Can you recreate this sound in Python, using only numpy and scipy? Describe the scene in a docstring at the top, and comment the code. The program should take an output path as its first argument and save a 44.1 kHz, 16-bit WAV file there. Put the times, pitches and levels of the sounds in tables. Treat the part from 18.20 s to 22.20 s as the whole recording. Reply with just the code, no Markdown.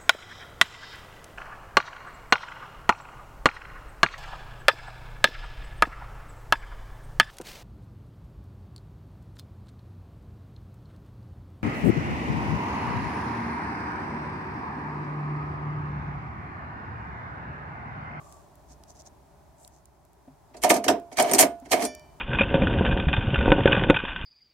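"""At a car's trunk, stereo microphone close to the latch, as a hand works the electric release.
First a sleeve rustles, small parts tick and the hand bumps the lid over a low hum.
From about 2.4 s the mechanism slides and clacks in three strokes: the latch parts clatter
and the steel lid booms. At the end of the last stroke a freed spring rings on."""
import sys
import numpy as np
from scipy import signal
from scipy.fft import rfft, irfft
from scipy.io import wavfile

SR = 44100
rng = np.random.default_rng(int(sys.argv[2]) if len(sys.argv) > 2 else 0)


def write(x):
    x = np.atleast_2d(x).T
    wavfile.write(sys.argv[1], SR, np.round(np.clip(x, -1, 1) * 32767).astype(np.int16))


N = 176400
TIME = np.arange(N) / SR

# Blows inside the latch. Each row: time in seconds, swell of the scrape before it in seconds,
# then the strength in dB of lid boom, lid knock, clack and snap.
CONTACTS = [ (2.346, 0.0033, -47.5, -44, -52, -76), (2.369, 0.0038, -49.5, -48.5, -58, -46.5),
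            (2.42, 0.00069, -49, -54, -65.5, -41.5), (2.437, 0.0042, -26.5, -22, -23.5, -24),
            (2.445, 0.002, -33, -13, -26, -27), (2.502, 0.0052, -20, -18, -16.5, -21.5),
            (2.508, 0.0018, -29.5, -10.5, -25, -21.5), (2.541, 0.00036, -27.5, -34, -54, -28),
            (2.565, 0.012, -27, -25.5, -32, -30), (2.642, 0.0011, -36.5, -30, -33, -30.5),
            (2.664, 0.015, -27, -31, -44, -42), (2.683, 0.00087, -20, -16.5, -15.5, -24),
            (2.700, 0.0074, -19, -18.5, -36, -30), (2.735, 0.0043, -35.5, -28, -54, -58),
            (2.917, 0.00071, -44.5, -40.5, -52, -58), (2.929, 0.0026, -54.5, -47, -54, -45),
            (2.972, 0.00076, -56, -45.5, -35.5, -31), (2.988, 0.0064, -24.5, -15.5, -23, -27.5),
            (3.000, 0.0034, -38, -13.5, -21.5, -25), (3.009, 0.0039, -32, -39.5, -30.5, -29),
            (3.025, 0.00083, -30, -27, -46.5, -31.5), (3.046, 0.0026, -39.5, -23.5, -42.5, -48),
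            (3.096, 0.0023, -34.5, -29.5, -34, -37.5), (3.114, 0.0017, -26, -21.5, -33.5, -29.5),
            (3.137, 0.00041, -20.5, -24, -29, -20.5), (3.150, 0.0018, -27.5, -28, -32.5, -23.5),
            (3.185, 0.0015, -26, -22.5, -24.5, -23), (3.190, 0.0007, -43.5, -19.5, -18.5, -16.5),
            (3.198, 0.002, -29.5, -14.5, -20.5, -17), (3.210, 0.003, -19.5, -16, -20, -15.5),
            (3.227, 0.003, -21, -14.5, -20.5, -22.5), (3.459, .005, -45, -46.5, -52, -53),
            (3.519, 0.0034, -31, -21, -24, -24), (3.532, 0.0087, -23, -17, -20.5, -24.5),
            (3.624, 0.00099, -25.5, -32, -32, -30.5), (3.651, 0.033, -34.5, -32.5, -60, -27)]
# The lid's dense midrange ring. Each row: frequency in Hz, spectral level in dB.
LID_KNOCK = [(380, -23), (520, -13), (630, -0.5), (715, 1.5), (820, -10.5), (960, -9.5), (1100, -18.5),
             (1500, -26)]
# The latch sits to the right of the microphone. 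Each row: frequency in Hz, right over left in dB.
LATCH_BALANCE = [(1200, 1), (2000, 8), (3300, 0), (5500, 3.5), (9000, 1), (13000, 11)]


def from_db(db):
    """Decibels to gain."""
    return 10 ** (np.asarray(db) / 20)


def rms_one(x):
    """Scale to rms 1."""
    return x / np.sqrt(np.mean(x ** 2) + 1e-20)


def at_hz(points, hz):
    """Read a table on a log-frequency axis."""
    known_hz, values = np.transpose(points)
    return np.interp(np.log(hz + 1), np.log(known_hz), values)


def peaked(centre_hz, db_per_octave):
    """A treble spectrum that falls away on both sides of one peak."""
    hz = np.geomspace(2000, 16000, 60)
    return np.column_stack([hz, -db_per_octave * np.abs(np.log2(hz / centre_hz))])


def noise(spectrum, alike, balance=None):
    """Steady coloured stereo noise of rms 1; alike is the correlation of left and right."""
    hz = np.arange(N // 2 + 1) * SR / N + 1e-3
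    mid, side = rfft(rng.standard_normal((2, N)))
    stereo = np.sqrt(1 + alike) * mid + np.sqrt(1 - alike) * side * [[1], [-1]]
    skirts = (1 + (.5 * spectrum[0][0] / hz) ** 4) * (1 + (.5 * hz / spectrum[-1][0]) ** 4)
    if balance:
        stereo = stereo * from_db(at_hz(balance, hz) * np.array([[-.5], [.5]]))
    return rms_one(irfft(stereo * from_db(at_hz(spectrum, hz)) / skirts, N))


def clicks(times, db):
    """One click at each time."""
    out = np.zeros(N)
    out[(np.asarray(times) * SR).astype(int)] = from_db(db)
    return out


def grains(per_s, spread_db=3.5):
    """Random micro-impacts of uneven size; rms 1."""
    sizes = from_db(spread_db * np.minimum(rng.exponential(1, N), 4)) * rng.choice([-1, 1], N)
    return rms_one(sizes * (rng.random(N) < per_s / SR))


def dying(t60):
    """Exponential decay from 1, down 60 dB in t60 seconds."""
    return np.exp(-np.minimum(np.log(1000) * TIME / t60, 50))


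def mode(hz, t60):
    """A dying sine."""
    return np.sin(2 * np.pi * hz * TIME) * dying(t60)


def through(drive, response):
    """Play a drive through the first second of an impulse response."""
    return signal.fftconvolve(np.atleast_2d(drive), np.atleast_2d(response)[:, :SR], axes=1)[:, :N]


def latch():
    """The heavy pawl clacks, the light parts snap, and the hardest blows make them zing."""
    # Dense rings of pawl, light parts and hard blows. Each row: frequency in Hz, spectral level in dB.
    clack_spectrum = [(700, -19), (1050, 0), (1480, 0.5), (1720, 6.5), (2500, 3), (3100, -0.5),
                      (3700, -6.5), (5500, -4.5), (14000, -23)]
    snap_spectrum = [(2200, -23.5), (3600, -9.5), (4500, 5), (5300, 2), (6200, 11), (7600, -2),
                     (8600, -0.5), (10500, -2.5), (13000, -17), (15500, -38)]
    zing_spectrum = [(5500, -21), (7200, 1), (7800, -6), (8300, 6), (9500, -0.5), (11200, -4), (12700, -4),
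                     (15000, -21)]
    # Narrow modes woken by hard blows. Each row: frequency in Hz, relative level in dB, t60 in seconds.
    ping_modes = [(1712, -15, 0.26), (2095, -10, 0.2), (1464, -13.5, .4), (8070, -3.5, 0.088),
                  (8674, -3.5, 0.2), (9148, -9, .11), (10100, -10.5, 0.11), (12045, -10, .12)]
    times, _, _, _, clack_db, snap_db = np.transpose(CONTACTS)
    zing_db = -5 + 1.81 * (snap_db + 13)   # the zing grows faster than the blow
    clack = latch_part(clack_db, clack_spectrum, slide_db=-2, t60=0.059,
                       tail_db=-12, tail_t60=0.2, crack_db=-1, crack_t60=0.0064)
    snap = latch_part(snap_db, snap_spectrum, slide_db=-10, t60=0.076,
                      tail_db=-32.5, tail_t60=0.13, crack_db=-17, crack_t60=0.0022)
    zing = latch_part(zing_db, zing_spectrum, slide_db=-10.5, t60=0.064,
                      tail_db=-15, tail_t60=0.15, crack_db=2, crack_t60=0.0025, spots=2)
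    ping_ring = sum(from_db(db) * mode(hz, t60) for hz, db, t60 in ping_modes)
    pings = through(clicks(times, zing_db - 16), ping_ring) * from_db([[-2], [2]])
    return clack + snap + zing + pings


def latch_part(levels_db, spectrum, slide_db, t60, tail_db, tail_t60, crack_db, crack_t60, spots=3):
    """A small steel part, struck and rubbed: a crack, a short dense ring and a tail from the trunk."""
    decay = dying(t60) + from_db(tail_db) * dying(tail_t60) + from_db(crack_db) * dying(crack_t60)
    friction = from_db(slide_db) * sliding() * grains(per_s=850) / np.sqrt(np.sum(decay ** 2))
    drive = from_db(-3.5) * seating(levels_db) + friction
    spot_hit = rng.integers(0, spots, N)
    rings = [noise(spot_colour(spectrum), 0.035, LATCH_BALANCE) * decay for _ in range(spots)]
    return sum(through(drive * (spot_hit == spot), ring) for spot, ring in enumerate(rings))


def sliding(edge_s=0.0068):
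    """Strength of the sliding friction over the three strokes."""
    # Strokes of the mechanism. Each row: start in seconds, end in seconds, relative level in dB.
    strokes = [(2.431, 2.556, -40), (2.974, 3.232, -37), (3.509, 3.663, -37.5)]
    return sum(from_db(db) * np.clip(np.minimum(TIME - start, end - TIME) / edge_s, 0, 1)
               for start, end, db in strokes)


def seating(levels_db, scrape_db=1.5):
    """As a part seats, a scrape of micro-impacts swells into one blow."""
    times, swells = np.transpose(CONTACTS)[:2]
    drive, rub = clicks(times, levels_db), grains(per_s=800)
    for blow, swell_s, db in zip((times * SR).astype(int), swells, levels_db):
        lead_in = np.arange(blow - SR // 20, blow)
        scrape = rub[lead_in] * np.exp((lead_in - blow) / (swell_s * SR))
        drive[lead_in] += from_db(db + scrape_db) * scrape / np.sqrt(np.sum(scrape ** 2) + 1)
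    return drive


def spot_colour(spectrum, ripple_db=3.5, width_hz=220):
    """Each spot that is hit favours some of the part's resonances and starves others."""
    hz = np.linspace(spectrum[0][0], spectrum[-1][0], 200)
    ripple = np.interp(hz / width_hz, np.arange(300), rng.standard_normal(300))
    return np.column_stack([hz, at_hz(spectrum, hz) + ripple_db * ripple])


def catch(hard_db=-7):
    """A light touch rings the small catch near one pitch; a hard one wakes all its modes."""
    # Modes of the catch. Each row: frequency in Hz, relative level in dB.
    modes = [(1920, 0), (5700, -3.5), (6900, -6.5), (8650, -0.5), (10200, -7.5), (12700, -8),
             (13900, -11.5)]
    # Strikes on it. Each row: time in seconds, strength in dB, brightest frequency in Hz.
    hits = [(3.025, -13, 8800), (3.114, -16, 8760), (3.120, -15, 8890), (3.135, -8, 6900),
            (3.148, -12, 5670), (3.190, -8.5, 6900), (3.652, -19, 8770)]
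    out = 0
    for start, db, centre_hz in hits:
        colour = peaked(centre_hz, db_per_octave=3.5 * max(hard_db - db, 0))
        ring = sum(from_db(mode_db + at_hz(colour, hz)) * mode(hz, 0.026) * rng.choice([-1, 1], (2, 1))
                   for hz, mode_db in modes)
        crack = from_db(-6.5) * noise(colour, .05, LATCH_BALANCE) * dying(.008)
        out = out + through(clicks([start], [db]), from_db(-4) * ring + crack)
    return out


def lid(boom_below_hz=500, low_cut_hz=160):
    """The latch's blows ring the steel lid: its low modes boom, its higher ones knock."""
    # Lid modes. Each row: frequency in Hz, relative level in dB, t60 in seconds, left over right in dB.
    modes = [(207.5, -7, 0.29, -0.5), (257.2, -1, 0.24, -2.5), (284.3, 1, 0.17, -1.5), (309, -1, 0.1, -5.5),
             (393, -2.5, 0.24, -5.5), (455.5, -3, 0.098, 5.5), (552.3, -6.5, 0.14, 2.5),
             (614.3, -1.5, 0.2, -3), (640, -3.5, 0.15, -3), (687, -6.5, 0.43, -6.5),
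             (726.6, 5.5, 0.098, -2), (946, -4, 0.067, -8.5), (1210, -17, 0.16, -14)]
    # Dense low ring of lid and trunk. Each row: frequency in Hz, spectral level in dB.
    boom_spectrum = [(60, -30.5), (120, -17), (180, -15), (240, -5.5), (320, -0.5), (450, -1.5), (600, -20)]
    times, _, boom_db, knock_db, _, _ = np.transpose(CONTACTS)
    booms, knocks = clicks(times, boom_db), clicks(times, knock_db)
    rings = 0
    for k, (hz, db, t60, pan_db) in enumerate(modes):
        ring = through(booms if hz < boom_below_hz else knocks, mode(hz, t60) * (-1) ** k)
        rings = rings + ring * from_db(db - 5 + pan_db * np.array([[.5], [-.5]]))
    # the lid's rings carry little below the lowest mode
    rings = signal.sosfilt(signal.butter(2, low_cut_hz, "high", fs=SR, output="sos"), rings)
    boom_wash = lid_wash(booms, boom_spectrum, 0.86, db=-3.5, slide_db=-0.5, t60=0.25, build_s=0.0011)
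    knock_wash = lid_wash(knocks, LID_KNOCK, 0.54, db=-4, slide_db=6.5, t60=0.2, build_s=0.0014)
    return rings + boom_wash + knock_wash * from_db([[-1.3], [1.3]])


def lid_wash(blows, spectrum, alike, db, slide_db, t60, build_s):
    """The lid's countless weak modes and the trunk's air fill with each blow or slide and die away."""
    envelope = dying(t60) * (1 - np.exp(-TIME / build_s))
    blow_power = np.abs(through(blows ** 2, envelope ** 2)) * from_db(db) ** 2
    slide_power = (from_db(slide_db) * sliding()) ** 2
    return noise(spectrum, alike) * np.sqrt(blow_power + slide_power)


def lid_thumps():
    """The lid flexes as the latch takes up or drops its load, each time at another pitch."""
    # Flexes of the lid. Each row: time in seconds, strength in dB, pitch in Hz.
    flexes = [(2.562, -22.5, 215), (2.696, -12, 305), (3.142, -23, 275), (3.640, -25, 235)]
    attack = 1 - dying(0.017)
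    return sum(through(clicks([start], [db]), mode(hz, t60=.09) * attack) for start, db, hz in flexes)


def spring(release_s=3.655):
    """The freed spring rings; two close modes beat."""
    # Spring modes. Each row: frequency in Hz, relative level in dB, t60 in seconds.
    modes = [(612, 0, 0.6), (1787, -9.5, 0.53), (2346, -5.5, .6), (2367, -15.5, 0.64), (3024, -16.5, 0.83),
             (3480, -9, 0.28), (4600, -10.5, 0.55), (5076, -10, .35), (5626, -5, 0.38), (6094, -15, 0.33),
             (6702, -9, 0.32), (9760, 4.5, 0.11)]
    ring = sum(from_db(db) * mode(hz, t60) for hz, db, t60 in modes)
    return through(clicks([release_s], db=[-39]), ring) * from_db([[-1.2], [1.2]])


def sleeve():
    """A sleeve brushes the lid: the fibres give a flickering hiss and the panel answers."""
    # Rustles. Each row: centre in seconds, half length in seconds, level in dB, brightest frequency in Hz.
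    rustles = [(0.106, 0.076, -63.5, 7200), (0.515, 0.017, -57.5, 6200), (0.701, 0.014, -57, 6200),
               (0.766, 0.012, -60.5, 6140), (0.804, 0.012, -54.5, 6160), (0.868, 0.01, -54, 6200),
               (1.432, 0.032, -60, 7800), (1.554, 0.03, -67.5, 6450)]
    flicker = from_db(3.8 * noise([(20, -13), (200, -9)], 0.86)[0])
    panel = noise(LID_KNOCK, 0.16)
    out = 0
    for centre, half_s, db, hz in rustles:
        swell = np.exp(-.5 * ((TIME - centre) / half_s) ** 2)
        fibres = flicker * noise(peaked(hz, db_per_octave=22), 0)
        out = out + from_db(db) * swell * (fibres + panel)
    return out


def hand_bumps(pitch_hz=262.7):
    """The soft hand bumps the lid: one low mode and a dull knock, both slow to start."""
    # Bumps. Each row: time in seconds, strength in dB.
    bumps = [(0.503, -47.5), (2.076, -39), (2.311, -52), (3.421, -37.5)]
    ring = mode(pitch_hz, t60=0.12) + from_db(-6.5) * noise(LID_KNOCK, 0.85) * dying(0.062)
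    attack = 1 - dying(0.026)
    return through(clicks(*np.transpose(bumps)), ring * attack)


def handling_rumble():
    """Handling makes a deep rumble that comes and goes, dead centre."""
    # The rumble's colour. Each row: frequency in Hz, spectral level in dB.
    spectrum = [(35, -12), (52, -2.5), (70, 6), (100, -10.5), (160, -9)]
    # Its course. Each row: time in seconds, level in dB.
    levels = [(0, -68), (.3, -68), (.72, -56), (.86, -61.5), (.92, -56), (.98, -63), (1.5, -63.5),
              (2.2, -78.5), (4, -59)]
    return noise(spectrum, 1) * from_db(np.interp(TIME, *np.transpose(levels)))


def loose_parts():
    """Small loose parts tick drily, each at its own pitch."""
    # Ticks. Each row: time in seconds, level in dB, brightest frequency in Hz.
    ticks = [(0.125, -44, 6860), (.355, -49, 11900), (0.637, -44, 5600), (1.448, -44, 4470),
             (1.477, -40, 8200), (1.656, -46.5, 8000), (1.851, -54, 10000), (1.932, -55.5, 9000),
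             (2.799, -48.5, 7500), (3.4, -49.5, 8500), (3.750, -35, 7500), (3.796, -47, 5000)]
    return sum(through(clicks([start], [db]), noise(peaked(hz, db_per_octave=10), 0) * dying(0.01))
               for start, db, hz in ticks)


def background(whine_hz=1157, whine_skirt_hz=192, whine_end_s=0.22):
    """Dull air, a low wavering hum and a faint narrow whine that fades at the very start."""
    # Colour of the air around the car. Each row: frequency in Hz, spectral level in dB.
    air_spectrum = [(15, -53.5), (25, -29.5), (59, 3), (87, -4), (153, -5), (212, -13.5), (394, -7.5),
                    (531, -22), (575, -6.5), (988, -10), (1160, -17.5), (1330, -20), (2910, -32),
                    (6740, -31), (16000, -36)]
    # Its course. Each row: time in seconds, level in dB.
    air_levels = [(0, -52), (.3, -55.5), (.8, -56.5), (1.3, -57.5), (1.8, -60.5), (2.3, -57.5), (4, -54.5)]
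    # Tones of the hum. Each row: frequency in Hz, level in dB, waver in dB.
    hum_tones = [(60, -68, 2), (145, -73.5, 5.5)]
    alike = np.linspace(.8, 0, N // 2 + 1) ** 3   # the image widens toward the treble
    air = noise(air_spectrum, alike) * from_db(np.interp(TIME, *np.transpose(air_levels)))
    hum = 0
    for hz, db, waver_db in hum_tones:
        waver = noise([(1, -2), (6, -7.5)], 1)[0]
        hum = hum + from_db(db + waver_db * waver) * np.sin(2 * np.pi * hz * TIME)
    whine_band = [(whine_hz - whine_skirt_hz, -40), (whine_hz, 0), (whine_hz + whine_skirt_hz, -40)]
    fade = np.sqrt(np.clip(1 - TIME / whine_end_s, 0, 1))
    return air + hum + from_db(-55) * noise(whine_band, 0.29) * fade


def scene():
    """The mechanism and lid up close, the hand at work and the surroundings."""
    trunk = latch() + catch() + lid() + lid_thumps() + spring()
    hand = sleeve() + hand_bumps() + handling_rumble() + loose_parts()
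    return trunk + hand + background()


def record(dry):
    """The recorder rounds the peaks and cuts the top above 15.9 kHz."""
    rounded = .9 * np.tanh(dry / .9)
    return signal.sosfilt(signal.ellip(10, .1, 80, 15900, fs=SR, output="sos"), rounded)


dry = scene()
out = record(dry)
write(out)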